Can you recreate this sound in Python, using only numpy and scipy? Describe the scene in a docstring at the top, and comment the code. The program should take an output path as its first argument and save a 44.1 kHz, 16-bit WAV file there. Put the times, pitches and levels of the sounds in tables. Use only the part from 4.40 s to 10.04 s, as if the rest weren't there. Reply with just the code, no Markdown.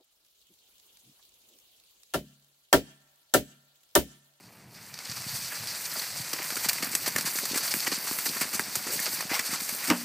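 """Shaking a fruit tree

Leaves rustle as a flutter of tiny random snaps, over a low breeze made of filtered noise.
Dry twigs snap and falling fruit crunches into brittle litter: short bursts of the same kind of snaps.
Low thumps (short sinking tones) are first a boot on the trunk or a puff of wind, later fruit on soil.
Bark scrapes (rough sliding tones) and branches ring (fading tones). Near the end one fruit bounces
on something hollow, which rings in low tones and rattles."""
import sys
import numpy as np
from scipy import signal
from scipy.fft import rfft, irfft, next_fast_len
from scipy.io import wavfile
from scipy.ndimage import uniform_filter1d, map_coordinates

SR = 44100
rng = np.random.default_rng(int(sys.argv[2]) if len(sys.argv) > 2 else 0)


def dump_mix(stems):
    """Bounce the given channels to the path in sys.argv[1] as a 16-bit WAV at rate SR."""
    frames = np.atleast_2d(stems).T  # one column per channel
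    limited = np.clip(frames, -1, 1)  # hard clip at full scale
    pcm = np.round(limited * 32767).astype(np.int16)
    wavfile.write(sys.argv[1], SR, pcm)


N = 248801


def amp(db):
    """Turn decibels into a gain."""
    return 10 ** (np.asarray(db) / 20)


def unit(x):
    """Scale a sound to an rms level of 1."""
    return x / np.sqrt(np.mean(x ** 2) + 1e-20)


def curves(rows):
    """Join table points with straight lines: one curve for each column after the time."""
    s, *cols = np.transpose(rows)
    return [np.interp(np.arange(N) / SR, s, c) for c in cols]


def wobble(rate):
    """Draw a smooth random curve with this many random points a second."""
    points = rng.standard_normal(int(N * rate / SR) + 4)
    return map_coordinates(points, [np.arange(N) * rate / SR])


def filtered(x, response):
    """Multiply the spectrum of x by a response that depends on frequency."""
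    m = next_fast_len(N + SR // 2)
    return irfft(rfft(x, m) * response(np.fft.rfftfreq(m, 1 / SR)), m)[..., :N]


def coloured(x, points):
    """Give x the tone colour of (f/Hz, gain/dB) points, with a filter that never acts ahead of time."""
    f, db = np.transpose(points)
    hz = np.fft.rfftfreq(4096, 1 / SR)
    gain = amp(np.interp(np.log(hz + 1), np.log(f), db))
    # folding the cepstrum (the spectrum of the log gain) forward gives minimum phase
    cep = irfft(np.log(gain))
    cep[1:2048] *= 2
    cep[2049:] = 0
    return signal.fftconvolve(x, irfft(np.exp(rfft(cep))))[:N]


def patchy(x, depth_db):
    """Raise and lower random patches, about 1 kHz by 17 ms: different leaves at each moment."""
    z = signal.stft(x, nperseg=128)[2]
    field = uniform_filter1d(rng.standard_normal(z.shape), size=3, axis=0)
    field = uniform_filter1d(field, size=12, axis=1)
    patched = signal.istft(z * amp(depth_db * unit(field)), nperseg=128)[1][:N]
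    return unit(patched) * x.std()


FALL_FROM_S, FALL_FULL_S = 0.52, 2.38  # fruit starts to come down, and comes down fully


def with_fall(before, during):
    """Move from one value to another as the fall of fruit builds up."""
    return np.interp(np.arange(N) / SR, [FALL_FROM_S, FALL_FULL_S], [before, during])


# tone colour of dry leaves as heard through the microphone, whose port rings near 4.7 kHz:
# f/Hz, level/dB (per Hz)
LEAVES_THROUGH_PORT = [(290, -32), (500, -10), (1230, -5), (1900, -3), (2460, -3.5), (3180, -10.5),
                       (3900, -7), (4420, -0.5), (4700, 2), (5050, -3), (5900, -2.5), (6800, -5.5),
                       (8400, -2), (9800, -7.5), (10800, -6.5), (12200, -4), (14700, -5.5), (15500, -1)]
# the dull, middle and two fine parts of the leaf sound: from f/Hz, to f/Hz
LEAF_PARTS = [(0, 3200), (3200, 6400), (6400, 9800), (9800, 20000)]


def crackle(per_s, spread_db, hiss, shared):
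    """Tiny snaps of uneven size on a bed of hiss; each part has its own snaps and some in common."""
    sizes = amp(spread_db * rng.exponential(size=(5, N)).clip(0, 4))
    snaps = (rng.random((5, N)) < per_s / SR) * sizes ** 2
    mixed = shared * snaps[:1] + snaps[1:]  # row 0 is common to all parts
    life = np.exp(-np.arange(88) / (SR * 0.00029))  # the power of a snap dies away in 0.29 ms
    power = signal.fftconvolve(mixed, life[None], axes=1)[:, :N].clip(0)
    grains = np.sqrt(power / power.mean() + hiss ** 2) * rng.standard_normal((4, N))

    def below(hz, edge):
        return 1 / (1 + (hz / (edge + 1)) ** 8)

    parts = np.array([
        filtered(coloured(grain, LEAVES_THROUGH_PORT),
                 lambda hz: np.sqrt(below(hz, hi) * (1 - below(hz, lo))))
        for grain, (lo, hi) in zip(grains, LEAF_PARTS)])
    return parts / parts.sum(axis=0).std()


def ticks(count, cycles):
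    """Single stiff leaves flicked by a twig: short tones of scattered pitch, fading over a few cycles."""
    at = (rng.random(count) * N).astype(int)[:, None]
    size, pitch = rng.exponential(size=count).clip(0, 4)[:, None], rng.standard_normal(count)
    hz = (5200 * np.exp(.45 * pitch)).clip(1900, 14000)[:, None]
    k = np.arange(160)  # samples since the flick
    tones = amp(1.3 * size) * np.exp(-k * hz / (SR * cycles)) * np.sin(2 * np.pi * hz * k / SR)
    together = np.bincount((at + k).ravel(), tones.ravel())[:N]
    return unit(coloured(together, LEAVES_THROUGH_PORT))


HARD_DB, DULL_PER_DB = -35, -0.35  # rustle of hard shaking; each dB gentler lifts the dull part this much
DULL_DB, FINE_DB = (-3, 0.5), (-4.5, 0)  # dull and fine parts of the rustle: (before, during the full fall)
# how hard the tree is shaken: t/s, rustle level/dB before the flutter
SHAKING = [(0.0, -54.5), (0.3, -55.5), (0.36, -45.5), (0.56, -44.5), (0.67, -37), (0.8, -35), (1.08, -33.5),
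           (1.87, -35), (2.15, -33), (2.48, -36), (3.3, -31), (3.6, -34.5), (3.85, -30), (4.18, -37),
           (4.43, -35.5), (4.6, -30.5), (4.87, -36), (5.29, -33.5), (5.64, -36)]


def rustle():
    """Shaken twigs drag dry leaves over each other; the sound flutters quickly."""
    level_db, = curves(SHAKING)
    dull_db = with_fall(*DULL_DB) + DULL_PER_DB * (level_db - HARD_DB)
    fine_db = with_fall(*FINE_DB)
    flutter_db = 0.41 * wobble(30) + 0.39 * wobble(110).clip(-1.5, 1.5)
    sway_db = 2.0 * np.array([wobble(rate) for rate in (25.02, 35, 24.94, 22)])
    burst_db = 0.82 * np.array([wobble(120).clip(0, 2) ** 2 for _ in LEAF_PARTS])
    parts_db = sway_db + burst_db + [dull_db, 0 * dull_db, fine_db, fine_db]
    bed = (amp(parts_db) * crackle(500, spread_db=4.0, hiss=1.6, shared=0.48)).sum(axis=0)
    flicks = amp(-19.5) * ticks(count=2500, cycles=3.7)
    return amp(level_db + flutter_db) * (patchy(bed, depth_db=0.77) + flicks)


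PATTER_DB = (-59, -52)  # far fruit on the soil: (before, during the full fall)
# strength of the breeze: t/s, rumble level/dB
BREEZE_LEVEL = [(0, -53), (.52, -55.5), (.75, -52), (1.3, -54.5), (1.8, -56.5), (2.17, -53), (2.7, -50),
                (3.0, -58), (4.3, -73), (5.64, -64)]
# tone colour of the breeze: f/Hz, level/dB (per Hz)
RUMBLE_COLOUR = [(20, 3), (70, -7), (120, -0.5), (160, -1.5), (230, -8.5), (340, -53.5)]
# tone colour of far fruit on soil: f/Hz, level/dB (per Hz)
PATTER_COLOUR = [(60, -50.5), (130, -0.5), (300, -3), (500, -7), (900, -6.5), (1600, -24.5)]


def ground():
    """Lumpy breeze on the microphone port, and far fruit too many to tell apart: both filtered noise."""
    rumble_db, = curves(BREEZE_LEVEL)
    rumble = unit(amp(4.5 * wobble(15)) * coloured(rng.standard_normal(N), RUMBLE_COLOUR))
    sizes = amp(2.1 * rng.exponential(size=N).clip(0, 3)) * rng.standard_normal(N)
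    drops = (rng.random(N) < 400 / SR) * sizes  # about 400 a second
    patter = unit(coloured(unit(drops) + 1.0 * rng.standard_normal(N), PATTER_COLOUR))
    return amp(rumble_db) * rumble + amp(with_fall(*PATTER_DB)) * patter


SMALL_DB, SMALL_SPREAD_DB, SMALL_S = -45.5, -11, 0.027  # lesser crunches: level, scatter, usual length
SMALL_FINE_DB = -6  # their usual fine part


def lesser(count):
    """Small crunches at chance moments of the full fall, as rows like those of the crunch table."""
    at = rng.uniform(FALL_FULL_S, N / SR, count)
    size, span, dull = rng.standard_normal((count, 3)).clip(-2, 2).T
    level_db, length = SMALL_DB + SMALL_SPREAD_DB * size, SMALL_S * np.exp(.6 * span)
    return np.c_[at, level_db, length, 4 * dull, SMALL_FINE_DB - 2.5 * dull]


TWIG_DULL_DB, TWIG_FINE_DB = -11, -10  # twigs are heard mostly in the middle of the range
SNAP_DB, SNAP_S = 0, 0.00058  # first brittle break: usual level over the burst before fading with length, life
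# dry twigs snapping: t/s, level/dB, length/s
TWIG_SNAPS = [(0.54, -29, 0.0043), (0.589, -26, 0.0026), (0.651, -30.5, 0.008), (0.696, -29.5, 0.0072),
              (0.713, -28.5, 0.012), (0.761, -31, 0.012), (0.842, -37, 0.0034), (0.865, -29, 0.049),
              (1.272, -23, 0.0029), (1.275, -30.5, 0.051), (1.451, -26.5, 0.017), (1.515, -28, 0.0047),
              (1.595, -26, 0.0055), (1.758, -28.5, 0.041), (1.815, -29, 0.0088), (2.043, -29, 0.004),
              (2.955, -24.5, 0.014), (3.3087, -20.5, 0.019), (3.404, -20, 0.0026), (3.535, -26, 0.038),
              (4.658, -19.5, 0.0026)]
# fruit breaking through dry leaves, and last the crack as the fruit strikes the hollow thing: # t/s, level/dB,
# length/s, dull part level/dB, fine part level/dB # (part levels are relative to the middle; the two fine parts
# are then spread around theirs)
FRUIT_CRUNCHES = [(0.77, -41.5, 0.016, 8, -2), (0.936, -28.5, 0.049, -5, -2.5), (1.102, -49, 0.06, 21, -2),
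                  (1.555, -32.5, 0.043, 0, -4), (1.611, -33.5, 0.042, 3, -1), (1.9312, -21, 0.0073, -1, -4),
                  (1.9862, -38.5, 0.0092, 16, -2), (2.0285, -30, 0.0025, -3, 3),
                  (2.104, -28.5, 0.0034, 6.5, 1), (2.1567, -27.5, 0.0028, -2, 3),
                  (2.1665, -29, 0.0094, 3, -5), (2.2285, -31, 0.028, 0, 4), (2.243, -26.5, 0.024, 2.5, -5),
                  (2.286, -18, 0.013, 0.5, 0), (2.2955, -26, 0.0016, -2, -4), (2.3308, -26.5, 0.004, 2, 2),
                  (2.382, -36.5, 0.0071, 11, -1), (2.423, -26.5, 0.015, 5.5, -2.5),
                  (2.443, -36, 0.0087, -7, 6), (2.509, -36.5, 0.029, 1, 4), (2.5509, -17.5, 0.005, 2, 2),
                  (2.6606, -44, 0.006, -11, 9), (2.6756, -28.5, 0.015, 4, 2.5),
                  (2.7614, -24, 0.0047, 7, 2.5), (2.7818, -26, 0.0074, 5, 4.5),
                  (2.8098, -28, 0.0035, 6.5, 5), (2.852, -26.5, 0.037, 3, 3), (2.9869, -25, 0.004, 3, 2.5),
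                  (3.0542, -24, 0.0064, -1, 1), (3.1435, -31, 0.0078, 10, 2), (3.156, -25, 0.012, -2, 1),
                  (3.171, -25.5, 0.015, -0.5, 1), (3.226, -27.5, 0.046, -1.5, -1),
                  (3.3395, -23, 0.0019, 8.5, 4), (3.464, -26.5, 0.016, 6.5, -2),
                  (3.477, -25.5, 0.0036, -17, -2), (3.5152, -20.5, 0.017, -1, -10),
                  (3.668, -29, 0.022, 3.5, -3.5), (3.7035, -28, 0.0024, -12, -2),
                  (3.711, -30.5, 0.0029, 10, -3), (3.7855, -29.5, 0.0089, 7.5, 4.5),
                  (3.8559, -23.5, 0.017, 2, -1), (3.9625, -35.5, 0.013, 7, 1),
                  (4.0044, -30.5, 0.039, 8, 2.5), (4.01, -25.5, 0.013, 0, -1), (4.128, -34, 0.021, 7, 5),
                  (4.1437, -26, 0.021, -7, -2), (4.1946, -28.5, 0.0031, 11.5, 9.5),
                  (4.3548, -20.5, 0.0064, -1.5, -0.5), (4.467, -36, 0.012, 5, 3.5),
                  (4.518, -39.5, 0.036, 8, 11.5), (4.591, -36, 0.045, 4, -6), (4.5992, -33, 0.004, -4, 9.5),
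                  (4.6623, -33.5, 0.019, 8.5, -10), (4.736, -33.5, 0.018, -8, 6),
                  (4.8065, -29.5, 0.0066, 7.5, 2.5), (4.826, -36, 0.0016, 14, -3),
                  (4.937, -29, 0.027, -3, -1.5), (4.9925, -22.5, 0.0066, 1, 0),
                  (5.048, -26, 0.037, -2, -2.5), (5.1045, -27.5, 0.058, 4.5, 0.5),
                  (5.137, -32, 0.004, 4, -8), (5.2033, -30.5, 0.0072, 1.5, 1.5),
                  (5.2912, -29.5, 0.0057, 7, 6), (5.434, -30.5, 0.023, 0, -2), (5.466, -31, 0.038, 2, 3),
                  (5.5006, -14.5, 0.0038, 5.5, -7.5)]


def crunches():
    """Each fruit or twig sets off a burst of snaps that stops when it has passed, then a short settling."""
    shapes, t = np.zeros((4, N + SR)), np.arange(SR // 8) / SR
    fruit = [*FRUIT_CRUNCHES, *lesser(count=24)]
    twigs = [(*row, TWIG_DULL_DB, TWIG_FINE_DB) for row in TWIG_SNAPS]
    for s, db, length, dull_db, fine_db in fruit + twigs:
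        rise = 0.00034 + 6.5 * length ** 2  # a longer path through the leaves starts more gently
        passing = (1 - np.exp(-t / rise)) * np.exp(-.3 * t / length) / (1 + (t / length) ** 6)
        settling = amp(-5.5) * (1 - np.exp(-t / 0.0078)) * np.exp(-t / 0.014)
        # the first break is weaker in a long crunch
        snap = amp(SNAP_DB + rng.normal(0, 4, (4, 1))) * np.exp(-t / SNAP_S - length / 0.011)
        finest_db = 1.2 * fine_db - 1.5 + rng.normal(0, 1.5)
        parts_db = np.c_[[dull_db, 0, fine_db + 1.5, finest_db]]
        shapes[:, round(s * SR):][:, :len(t)] += amp(db + parts_db) * (passing + settling + snap)
    parts = crackle(1000, spread_db=2.0, hiss=1.35, shared=1.3)
    return sum(shape[:N] * patchy(part, depth_db=2.0) for shape, part in zip(shapes, parts))


FAINT_DB, FAINT_HZ = -37.5, 300  # the fainter thuds: usual peak and pitch


def fainter(count):
    """Fainter thuds at chance moments of the full fall, as rows like those of the thump table."""
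    at = rng.uniform(FALL_FULL_S, N / SR, count)
    size, pitch = rng.standard_normal((count, 2)).T
    return np.c_[at, FAINT_DB + 2.2 * size, FAINT_HZ * np.exp(.25 * pitch)]


# low thumps: early ones a boot on the trunk or a puff of wind, later ones fruit on soil:
# t/s, peak level/dB of the thump without its tail, nominal f/Hz (the pitch sinks through it)
LOW_THUMPS = [(0.6972, -35.5, 154), (0.722, -40, 153), (0.8682, -33.5, 156), (0.99, -43, 158),
              (1.573, -39, 300), (1.8035, -34, 146), (1.9383, -30.5, 326), (2.0014, -33, 490),
              (2.125, -35, 343), (2.172, -32, 407), (2.262, -33, 258), (2.4313, -27.5, 330),
              (2.472, -38, 240), (2.514, -38, 260), (2.553, -33, 370), (2.678, -27, 376),
              (2.7658, -27.5, 338), (2.7913, -33, 265), (2.8149, -41, 270), (2.849, -33.5, 243),
              (2.876, -35, 326), (2.9578, -33, 372), (3.0376, -31, 560), (3.114, -31.5, 269),
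              (3.135, -29.5, 352), (3.1606, -27, 340), (3.3455, -28.5, 310), (3.367, -31.5, 253),
              (3.4798, -27.5, 325), (3.5217, -26.5, 390), (3.7143, -28, 348), (3.865, -34, 350),
              (3.882, -33, 380), (3.898, -33, 241), (3.9688, -35, 373), (4.0163, -27.5, 318),
              (4.028, -37, 332), (4.055, -37, 260), (4.139, -37, 298), (4.1525, -32.5, 270),
              (4.1989, -27.5, 306), (4.362, -37, 400), (4.4686, -31.5, 360), (4.559, -35, 310),
              (4.603, -37, 230), (4.6794, -33.5, 460), (4.9162, -25.5, 343), (4.9986, -37, 296),
              (5.0942, -36, 255), (5.132, -30, 255), (5.2196, -35, 268)]


def thuds():
    """A soft, short thud whose pitch sinks quickly, then a lumpy low tail."""
    out = np.zeros(N + SR)
    for s, db, hz in [*LOW_THUMPS, *fainter(count=30)]:
        u = np.arange(round(16 * SR / hz)) * hz / SR  # time in cycles
        phase = 2 * np.pi * (0.65 * u + 0.42 * (1 - np.exp(-u / 0.6)))
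        fade = 0.63 * np.exp(rng.normal(0, 0.22))
        weight = (1 - np.exp(-u / 0.33)) * np.exp(-u / fade)
        swing = np.sin(phase)
        thump = weight * (swing - np.average(swing, weights=weight))  # ups and downs cancel out
        lumps = np.interp(u, np.arange(18), rng.standard_normal(18))
        tail_shape = amp(-16.5) * (1 - np.exp(-u / 1.9)) * np.exp(-u / 3.9)
        tail = tail_shape * lumps * np.sin(2 * np.pi * 0.763 * u)
        start = round((s - .55 / hz) * SR)  # a little early, as the thump takes time to build
        out[start:][:len(u)] += amp(db) * (thump + tail) / np.abs(thump).max()
    return out[:N]


# bark scraped by a boot or a limb, or fruit rolling: t/s, level/dB, length/s, first f/Hz, last f/Hz
BARK_SCRAPES = [(1.11, -39, 0.022, 1790, 1720), (1.16, -34, 0.013, 1750, 1720),
                (1.553, -38, 0.012, 1480, 1290), (1.554, -39.5, 0.018, 910, 453),
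                (4.47, -41, 0.094, 401, 516)]


def scrapes():
    """A narrow, rough tone whose pitch slides while the contact moves."""
    out = np.zeros(N)
    for s, db, length, first_hz, last_hz in BARK_SCRAPES:
        u = np.linspace(0, 1, round(length * SR))
        rough = unit(uniform_filter1d(rng.standard_normal(SR // 8), size=200))[:len(u)]
        tone = np.sin(2 * np.pi * np.cumsum(first_hz * (last_hz / first_hz) ** u) / SR)
        out[round(s * SR):][:len(u)] += amp(db) * np.sin(np.pi * u) ** .5 * rough * tone
    return out


# fruit glancing off a branch: t/s, level/dB before the modes add up, ring of the wood f/Hz
BRANCH_TAPS = [(2.762, -20.5, 1805), (3.1477, -31, 2350), (3.471, -17.5, 1920), (4.1951, -21, 1610),
               (4.592, -22.5, 1820), (4.9934, -20.5, 1970)]
# modes (separate tones) of a branch: multiple of its ring, level/dB
BRANCH_MODES = [(0.62, -23), (1.0, -4), (1.17, -7)]


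def taps():
    """A dry branch rings briefly in a few tones, falling by 60 dB in 40 ms."""
    out, t = np.zeros(N + SR), np.arange(SR // 20) / SR
    for s, db, hz in BRANCH_TAPS:
        modes = sum(amp(level) * np.sin(2 * np.pi * hz * ratio * t) for ratio, level in BRANCH_MODES)
        out[round(s * SR):][:len(t)] += amp(db - 60 * t / 0.04) * modes
    return out[:N]


# the fruit bouncing on the hollow thing: t/s, level/dB, rattle level/dB relative to it
BOUNCES = [(5.481, -36, -8), (5.492, -31, -15), (5.5002, -23, -2.5), (5.5098, -18, -20.5)]
# modes (separate tones) of the hollow thing: f/Hz, level/dB, time to fall by 60 dB/s
HOLLOW_MODES = [(178.6, -8.5, 0.21), (241, -8, 0.43), (248, -13, 0.45), (279, 7.5, 0.06), (297, -23, 0.55),
                (414, -12.5, 0.12), (637, -22, 0.22), (900, -11, 0.13)]
# tone colour of its loose walls: f/Hz, level/dB (per Hz)
RATTLE_COLOUR = [(250, -18), (450, -1), (1100, 1.5), (1500, 0.5), (2100, -4), (3000, -3), (6000, -64)]


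def hollow():
    """Blows ring the low modes of a hollow vessel; the ring wavers and its loose walls chatter briefly."""
    ring, shake, t = np.zeros(N + SR), np.zeros(N + SR), np.arange(SR // 2) / SR
    sag = t + 0.0013 * (1 - np.exp(-t / 0.018))  # stretched walls ring a little sharp at first
    for s, db, rattle_db in BOUNCES:
        modes = sum(amp(level - 60 * t / t60) * np.sin(2 * np.pi * hz * sag)
                    for hz, level, t60 in HOLLOW_MODES)
        ring[round(s * SR):][:len(t)] += amp(db) * modes * (1 - np.exp(-t / 0.0022))
        shake[round(s * SR):][:len(t)] += amp(db + rattle_db - 60 * t / 0.18)
    chatter = unit(amp(2.2 * wobble(450)) * rng.standard_normal(N))
    rattle = shake[:N] * unit(coloured(chatter, RATTLE_COLOUR))
    return amp(0.8 * wobble(39)) * ring[:N] + rattle


def scene():
    """Add all sources together; one microphone feeds both channels."""
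    mix = rustle() + ground() + crunches() + thuds() + scrapes() + taps() + hollow()
    return np.tile(mix, (2, 1))


TOP_HZ = 15310  # the sound stops steeply above this frequency


def record(dry):
    """Deep bass is cut, and almost nothing is left above TOP_HZ."""
    lean = signal.sosfilt(signal.butter(3, 95, "highpass", fs=SR, output="sos"), dry)
    return filtered(lean, lambda hz: 1 / (1 + (hz / TOP_HZ) ** 700))


dry = scene()
out = record(dry)
dump_mix(out)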